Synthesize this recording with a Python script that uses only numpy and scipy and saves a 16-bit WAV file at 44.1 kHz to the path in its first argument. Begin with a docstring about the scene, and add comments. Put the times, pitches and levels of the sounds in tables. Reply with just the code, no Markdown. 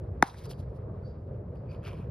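"""Low rumble and breeze run throughout, as octave bands of flickering noise with gusts.
A mallet cracks on a croquet ball: swelling modes, a burst of noise, slap echoes and a scattered tail.
The ball then skims off in brushes of grass noise and snapping stems; a bird chirps in scooped whistles.
Last, the mallet head drags on the turf: gritty scuffs, sliding hiss, narrow rings and more snaps.
A two-port microphone shifts the treble phase, ducks its gain after loud peaks and cuts the top."""
import sys
import numpy as np
from scipy import signal
from scipy.fft import rfft, irfft
from scipy.io import wavfile
from scipy.ndimage import uniform_filter1d

SR = 44100
rng = np.random.default_rng(int(sys.argv[2]) if len(sys.argv) > 2 else 0)


def dump(signal):
    """Clip the signal to [-1, 1] and save it as 16-bit WAV at the path in sys.argv[1]."""
    limited = np.clip(np.atleast_2d(signal).T, -1, 1)
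    pcm = np.round(limited * 32767).astype(np.int16)
    wavfile.write(sys.argv[1], SR, pcm)


N = 92610


def amp(db):
    """Decibels to gain."""
    return 10 ** (np.asarray(db) / 20)


def rms_one(x):
    """Scale to unit rms."""
    return x / np.sqrt(np.mean(x ** 2) + 1e-20)


def at_hz(points, hz):
    """Interpolate a table on a log-frequency axis."""
    table_hz, values = np.transpose(points)
    return np.interp(np.log(hz), np.log(table_hz), values)


def since(start_s):
    """Seconds after a moment, zero before it."""
    return np.maximum(np.arange(N) / SR - start_s, 0)


def dying(start_s, t60_s):
    """Sudden start, exponential decay of 60 dB per t60_s."""
    t = since(start_s)
    return (t > 0) * amp(-60 * t / t60_s)


def swells(rows):
    """Sum of bell-shaped levels, each with its own rise and fall."""
    t = np.arange(N) / SR
    out = 0
    for peak_s, db, rise_s, fall_s in rows:
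        width_s = np.where(t < peak_s, rise_s, fall_s)
        out = out + amp(db) * np.exp(-((t - peak_s) / width_s) ** 2)
    return out


def drift(corner_hz):
    """Slow random wander of spread 1: two-pole lowpassed noise, computed every 40 samples."""
    step = 40
    r = np.exp(-2 * np.pi * corner_hz * step / SR)
    white = rng.standard_normal(N // step + 2002)
    slow = signal.lfilter([1], [1, -2 * r, r * r], white)[2000:]  # skip the filter's settling
    return np.interp(np.arange(N) / step, np.arange(len(slow)), rms_one(slow))


# Left-right correlation of noise. Each row: frequency in Hz, correlation (1 = identical).
LIKENESS = [(60, 1), (130, 1), (250, 0.99), (450, .85), (800, 0.087), (1400, 0.58), (2500, 0.99),
            (4500, 0.95), (7000, 0.86), (15000, .93)]


def noise(spectrum, patchy_db):
    """Stereo noise in overlapping octave bands, each flickering by itself; rms 1."""
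    hz = np.arange(N // 2 + 1) * SR / N + 1
    low_hz, high_hz = spectrum[0][0], spectrum[-1][0]
    inside = (hz > low_hz) & (hz < high_hz)
    mid, side = rfft(rng.standard_normal((2, N))) * amp(at_hz(spectrum, hz)) * inside
    alike = np.clip(at_hz(LIKENESS, hz), 0, 1)
    pair = np.sqrt(1 + alike) * mid + np.sqrt(1 - alike) * side * [[1], [-1]]
    out = 0
    for octave in np.arange(np.floor(np.log2(low_hz)), 15):
        band = np.clip(1 - np.abs(np.log2(hz) - octave), 0, 1)
        out = out + irfft(pair * band, N) * amp(patchy_db * drift(15))
    return rms_one(out)


def smear(hz, width_hz):
    """Bandpassed noise around a pitch, identical in both channels; rms 1."""
    edges_hz = [hz - width_hz / 2, hz + width_hz / 2]
    sos = signal.butter(2, edges_hz, "band", fs=SR, output="sos")
    return rms_one(signal.sosfilt(sos, rng.standard_normal(N)))


# Rumble and breeze colour. 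Each row: frequency in Hz, relative density in dB per Hz.
AIR_COLOUR = [(15, -57), (25, -31.5), (54, -6), (105, 0), (190, -12), (280, -21.5), (400, -16),
              (520, -16.5), (650, -22.5), (760, -28.5), (930, -31.5), (1150, -34), (2200, -52),
              (3300, -62.5), (5000, -66.5), (7400, -73.5), (10000, -73.5), (13000, -77), (15800, -90)]
# Rumble and breeze level. Each row: time in seconds, level in dB.
AIR_LEVEL = [(0, -37.5), (0.551, -38.5), (0.701, -39), (0.901, -37.5), (1.3, -39.5), (1.699, -38),
             (2.05, -36.5)]
# Gust colour, low middle. Each row: frequency in Hz, relative density in dB per Hz.
GUST_COLOUR = [(280, -7), (400, 1), (520, -1.5), (680, -9)]
# Gusts. Each row: peak time in seconds, level in dB, rise in seconds, fall in seconds.
GUSTS = [(.45, -58, .08, 0.14), (.92, -56.5, 0.13, 0.18), (1.86, -53.5, .04, 0.088)]


def air():
    """Far rumble and breeze as broadband noise of wandering level, plus swelling gusts."""
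    level_db = np.interp(np.arange(N) / SR, *np.transpose(AIR_LEVEL))
    steady = amp(level_db) * noise(AIR_COLOUR, patchy_db=2.0)
    return steady + swells(GUSTS) * noise(GUST_COLOUR, patchy_db=1.0)


# Modes of mallet head and ball together.
# Each row: frequency in Hz, level in dB, time to peak in seconds, left over right in dB.
KNOCK_MODES = [(137, -22, 0.0048, 2.5), (270.8, -5, 0.0026, 1), (490, -21.5, 0.0042, 2.5),
               (835, -2.5, 0.0021, 2.5), (1176, -12.5, 0.0018, 3), (1468, -6.5, 0.0015, 3.5),
               (1946, -10, 0.0011, 2), (2970, -37.5, 0.0013, 1.5), (3670, -23, .0012, 0.5),
               (4640, -28.5, 0.0011, -4), (5687, -22, 0.0011, 1), (6560, -25, 0.0009, 2),
               (8490, -28, .001, 0.5), (10290, -28.5, 0.00054, 4.5), (11700, -31, 0.0006, 0),
               (14260, -36.5, .0007, 1)]
LAG_CYCLES = 0.96  # onset lag in the mode's own cycles: lower modes enter later
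BRIGHT_FROM_HZ, BRIGHT_LAG_S = 3000, 0.00055  # extra onset lag of all modes above 3 kHz


def knock(start_s):
    """Each mode swells and dies on its own time scale, after its own lag."""
    out = 0
    for hz, db, peak_s, pan_db in KNOCK_MODES:
        lag_s = LAG_CYCLES / hz + BRIGHT_LAG_S * (hz > BRIGHT_FROM_HZ)
        t = since(start_s + lag_s)
        shape = (t / peak_s * np.exp(1 - t / peak_s)) ** 3
        sides = amp([[db + pan_db / 2], [db - pan_db / 2]])
        out = out + sides * shape * np.sin(2 * np.pi * hz * t)
    return out


HIT_S, HIT_DB = 0.2243, -1
# Slap echoes from fences and sheds. Each row: delay in seconds, level in dB, low cut in Hz.
SLAPS = [(.010, -29, 2500), (.021, -23, 3200), (.051, -43, 593), (0.118, -36, 900), (0.286, -42.5, 510)]


def blow():
    """The direct knock and its high-passed delayed copies."""
    out = knock(HIT_S)
    for delay_s, db, low_cut_hz in SLAPS:
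        sos = signal.butter(2, low_cut_hz, "high", fs=SR, output="sos")
        out = out + signal.sosfilt(sos, amp(db) * knock(HIT_S + delay_s))
    return amp(HIT_DB) * out


# Bright noisy part of the crack, about 1 ms long, just after its start.
# Each row: peak time in seconds, level in dB, rise in seconds, fall in seconds.
CRACK_NOISE = [(.226, -32.5, 0.00082, 0.00055)]
# Crack noise colour. Each row: frequency in Hz, relative density in dB per Hz.
CRACK_NOISE_COLOUR = [(1000, -5.5), (2500, -13.5), (6000, -5), (9000, -6.5), (13000, -9), (15800, -15.5)]


def crack_noise():
    """The noisy part of the crack as a very short swell of bright noise."""
    return swells(CRACK_NOISE) * noise(CRACK_NOISE_COLOUR, patchy_db=1.5)


SCATTER_DB, SCATTER_T60_S = -34, 0.3
SCATTER_FAR_DB, SCATTER_FAR_T60_S = -46.5, 0.95
# Scatter colour. Each row: frequency in Hz, relative density in dB per Hz.
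SCATTER_COLOUR = [(400, -29), (800, 0), (1200, -6), (2200, -10.5), (2950, -21.5), (3750, -16.5),
                  (4300, -19), (5600, -20.5), (7500, -28.5), (10000, -25.5), (13000, -30), (15800, -46.5)]
# Broad late returns from the hedge line.
# Each row: peak time in seconds, level in dB, rise in seconds, fall in seconds.
RETURNS = [(.238, -42.5, .008, .01), (.275, -45.5, .022, 0.011)]


def scatter():
    """Diffuse return of the crack: noise under a fast and a slow decay, plus hedge swells."""
    near = amp(SCATTER_DB) * dying(HIT_S, SCATTER_T60_S)
    far = amp(SCATTER_FAR_DB) * dying(HIT_S, SCATTER_FAR_T60_S)
    flicker = amp(1.2 * drift(150))
    return (near + far + swells(RETURNS)) * flicker * noise(SCATTER_COLOUR, patchy_db=3.5)


# Ball brushing the grass.
# Each row: peak time in seconds, level in dB, rise in seconds, fall in seconds.
HOPS = [(.39, -56.5, 0.022, 0.012), (.442, -59, .006, .01), (.458, -56, .008, 0.0089),
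        (.511, -53.5, 0.015, 0.011), (.53, -69, 0.029, .014), (.6, -65, 0.015, 0.012),
        (.42, -67, 0.036, 0.041), (.765, -72.5, 0.016, .014)]
# Grass colour. Each row: frequency in Hz, relative density in dB per Hz.
GRASS_COLOUR = [(900, -27.5), (1500, -19), (2700, -3), (4800, 2), (6000, -4), (7500, -8.5), (10700, -6.5),
                (13500, -10), (15800, -15)]


def ball_hops():
    """Each brush is a short flickering swell of bright noise."""
    return swells(HOPS) * amp(2.0 * drift(200)) * noise(GRASS_COLOUR, patchy_db=-1.0)


# Stems under ball and mallet head. Each row: start in seconds, level in dB, pitch in Hz.
STEMS = [(.457, -42.5, 5060), (0.507, -43, 5600), (.5145, -52, 4100), (.516, -40, 3200), (.534, -46, 3200),
         (.609, -60, 4900), (1.557, -63.5, 11000), (1.572, -62, 4700), (1.693, -57, 2300),
         (1.717, -53, 2440), (1.748, -51.5, 2880), (1.851, -45.5, 2800), (1.861, -41.5, 1280),
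         (1.862, -52, 2470), (1.872, -39, 2780), (1.876, -43.5, 1400), (1.876, -55, 4700),
         (1.892, -50, 5200), (1.896, -47, 2300), (1.9, -48, 1360), (1.912, -44, 2680), (1.929, -48, 2480),
         (1.853, -49, 5000), (1.884, -50, 3300), (1.947, -56, 4770), (1.952, -61, 2700), (1.999, -60, 3500),
         (2.004, -55.5, 2600), (2.037, -64, 6000)]
STEM_T60_CYCLES = 18


def stem_snaps():
    """Each stem rings as a sine that loses 60 dB in a fixed count of cycles."""
    out = 0
    for start_s, db, hz in STEMS:
        ring = np.sin(2 * np.pi * hz * since(start_s))
        out = out + amp(db) * dying(start_s, STEM_T60_CYCLES / hz) * ring
    return out


# Chirps. Each row: start in seconds, level in dB, whistle offset from it in dB,
# initial drop below pitch in Hz.
CHIRPS = [(.465, -65, -1, 98.7), (.49, -68, -3, 100), (1.025, -75, 1, 400), (1.044, -66, 0.5, 501),
          (1.539, -76, -16, 100), (1.676, -72.5, -7, 593), (1.692, -66, -1.5, 149.5)]
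CHIRP_HZ, CHIRP_SCOOP_S, CHIRP_S, CHIRP_ROUGH_DB = 4680, 0.007, 0.032, 3.5
CHIRP_ECHO_DB, CHIRP_ECHO_T60_S, CHIRP_ECHO_WIDTH_HZ = -4, 0.38, 280
CHIRP_RASP_DB, CHIRP_RASP_WIDTH_HZ = -3, 1700  # wide hoarse halo, relative to the narrow echo


def bird():
    """A whistle scoops up to its pitch; narrow and wide noise bands hang on as its echo."""
    hang = smear(CHIRP_HZ, CHIRP_ECHO_WIDTH_HZ)
    hang = hang + amp(CHIRP_RASP_DB) * smear(CHIRP_HZ, CHIRP_RASP_WIDTH_HZ)
    out = 0
    for start_s, db, clear_db, scoop_hz in CHIRPS:
        t = since(start_s)
        progress = np.minimum(t / CHIRP_S, 1)
        hz = CHIRP_HZ - scoop_hz * np.exp(-t / CHIRP_SCOOP_S)
        note = np.sin(np.pi * progress) * np.sin(2 * np.pi * np.cumsum(hz) / SR)
        whistle = amp(db + clear_db + CHIRP_ROUGH_DB * drift(90)) * note
        echo = amp(db + CHIRP_ECHO_DB) * dying(start_s, CHIRP_ECHO_T60_S) * progress
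        out = out + whistle + echo * hang
    return out


GRIT_PER_S, GRIT_SPREAD_DB, GRIT_SHARE = 700, 3.5, 0.5


def gritty(rows):
    """Brush envelope roughened by sparse uneven grains: blades snapping and grit."""
    hits = rng.random(N) < GRIT_PER_S / SR
    grains = hits * amp(GRIT_SPREAD_DB * np.minimum(rng.exponential(1, N), 4))
    grains = rms_one(uniform_filter1d(grains, size=80))  # about 2 ms each
    return swells(rows) * (1 - GRIT_SHARE + GRIT_SHARE * grains)


# Mallet head and shoes scuffing the turf.
# Each row: peak time in seconds, level in dB, rise in seconds, fall in seconds.
SCUFFS = [(1.556, -69, .004, 0.0092), (1.72, -70, 0.023, 0.054), (1.75, -71, 0.016, 0.011),
          (1.852, -55.5, 0.022, 0.012), (1.878, -50.5, 0.02, 0.026), (1.92, -60, 0.012, 0.045),
          (1.985, -65, 0.024, 0.066)]
# Turf colour. Each row: frequency in Hz, relative density in dB per Hz.
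TURF_COLOUR = [(200, -4.5), (400, -16), (750, -3), (1000, -13), (1300, -1.5), (1900, -10.5), (2500, -3.5),
               (2850, -9), (3200, -6.5), (3900, -22), (4750, -22), (5500, -23), (7400, -28.5), (10000, -28),
               (13000, -28), (15800, -34)]


def turf_scuffs():
    """Scuffs as noise in the turf colour under gritty swells."""
    return gritty(SCUFFS) * noise(TURF_COLOUR, patchy_db=-0.5)


# Narrow rings of the dragged head. Each row: pitch in Hz, width in Hz, list of swells;
# each swell: peak time in seconds, level in dB, rise in seconds, fall in seconds.
DRAG_RINGS = [(2430, 300, [(1.72, -66, 0.04, 0.043), (1.87, -61.5, .025, 0.065), (1.96, -66, 0.014, 0.021),
              (2.01, -67.5, 0.0061, 0.022)]), (1038, 90, [(1.93, -56.5, 0.038, 0.028)]),
              (4650, 1200, [(1.86, -62.5, 0.014, 0.036), (1.96, -77, .015, 0.046)])]


def drag_rings():
    """The dragged head rings as swelling narrow bands of noise."""
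    return sum(swells(rows) * smear(hz, width_hz) for hz, width_hz, rows in DRAG_RINGS)


# Grass sliding under the head.
# Each row: peak time in seconds, level in dB, rise in seconds, fall in seconds.
SLIDES = [(1.73, -76, .03, 0.027), (1.88, -62, 0.016, 0.022), (1.96, -74, 0.046, 0.065),
          (2.03, -87, 0.013, .03)]


def grass_slides():
    """Broad bright hiss in the grass colour under gritty swells."""
    return gritty(SLIDES) * noise(GRASS_COLOUR, patchy_db=3.0)


def scene():
    """Sum of all sources, in stereo."""
    crack = blow() + crack_noise() + scatter()
    ball = ball_hops() + stem_snaps()
    drag = turf_scuffs() + drag_rings() + grass_slides()
    return air() + crack + ball + bird() + drag


# Left port's lead over the right. Each row: frequency in Hz, phase in radians.
PORT_LEAD = [(300, 0), (1600, .35), (4600, .6), (7400, 3.14), (10300, 6.28), (13600, 9.42), (16300, 12.4)]


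def two_ports(dry):
    """Delay the right channel's phase by a frequency-dependent angle."""
    lead_rad = np.interp(np.arange(N // 2 + 1) * SR / N, *np.transpose(PORT_LEAD))
    right = irfft(rfft(dry[1]) * np.exp(-1j * lead_rad), N)
    return np.stack([dry[0], right])


DUCK_FROM_DB, DUCK_SHARE = -19, 0.63  # threshold; dB of cut per dB over
DUCK_RECOVER_DB_PER_S, DUCK_ATTACK_S = 53.5, 0.0052


def duck(x):
    """Peaks over a threshold cut the gain; the cut recovers linearly in dB, then is smoothed."""
    peak_db = 20 * np.log10(np.abs(x).max(axis=0) + 1e-9)
    over_db = np.maximum(peak_db - DUCK_FROM_DB, 0)
    ramp_db = DUCK_RECOVER_DB_PER_S * np.arange(N) / SR
    cut_db = np.maximum.accumulate(DUCK_SHARE * over_db + ramp_db) - ramp_db
    r = np.exp(-1 / (DUCK_ATTACK_S * SR))
    return x * amp(-signal.lfilter([1 - r], [1, -r], cut_db))


STOP_HZ, STOP_DB = 16600, 70


def record(dry):
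    """Port phase, gain ducking, then a steep lowpass."""
    x = duck(two_ports(dry))
    return signal.sosfilt(signal.cheby2(12, STOP_DB, STOP_HZ, fs=SR, output="sos"), x)


dry = scene()
out = record(dry)
dump(out)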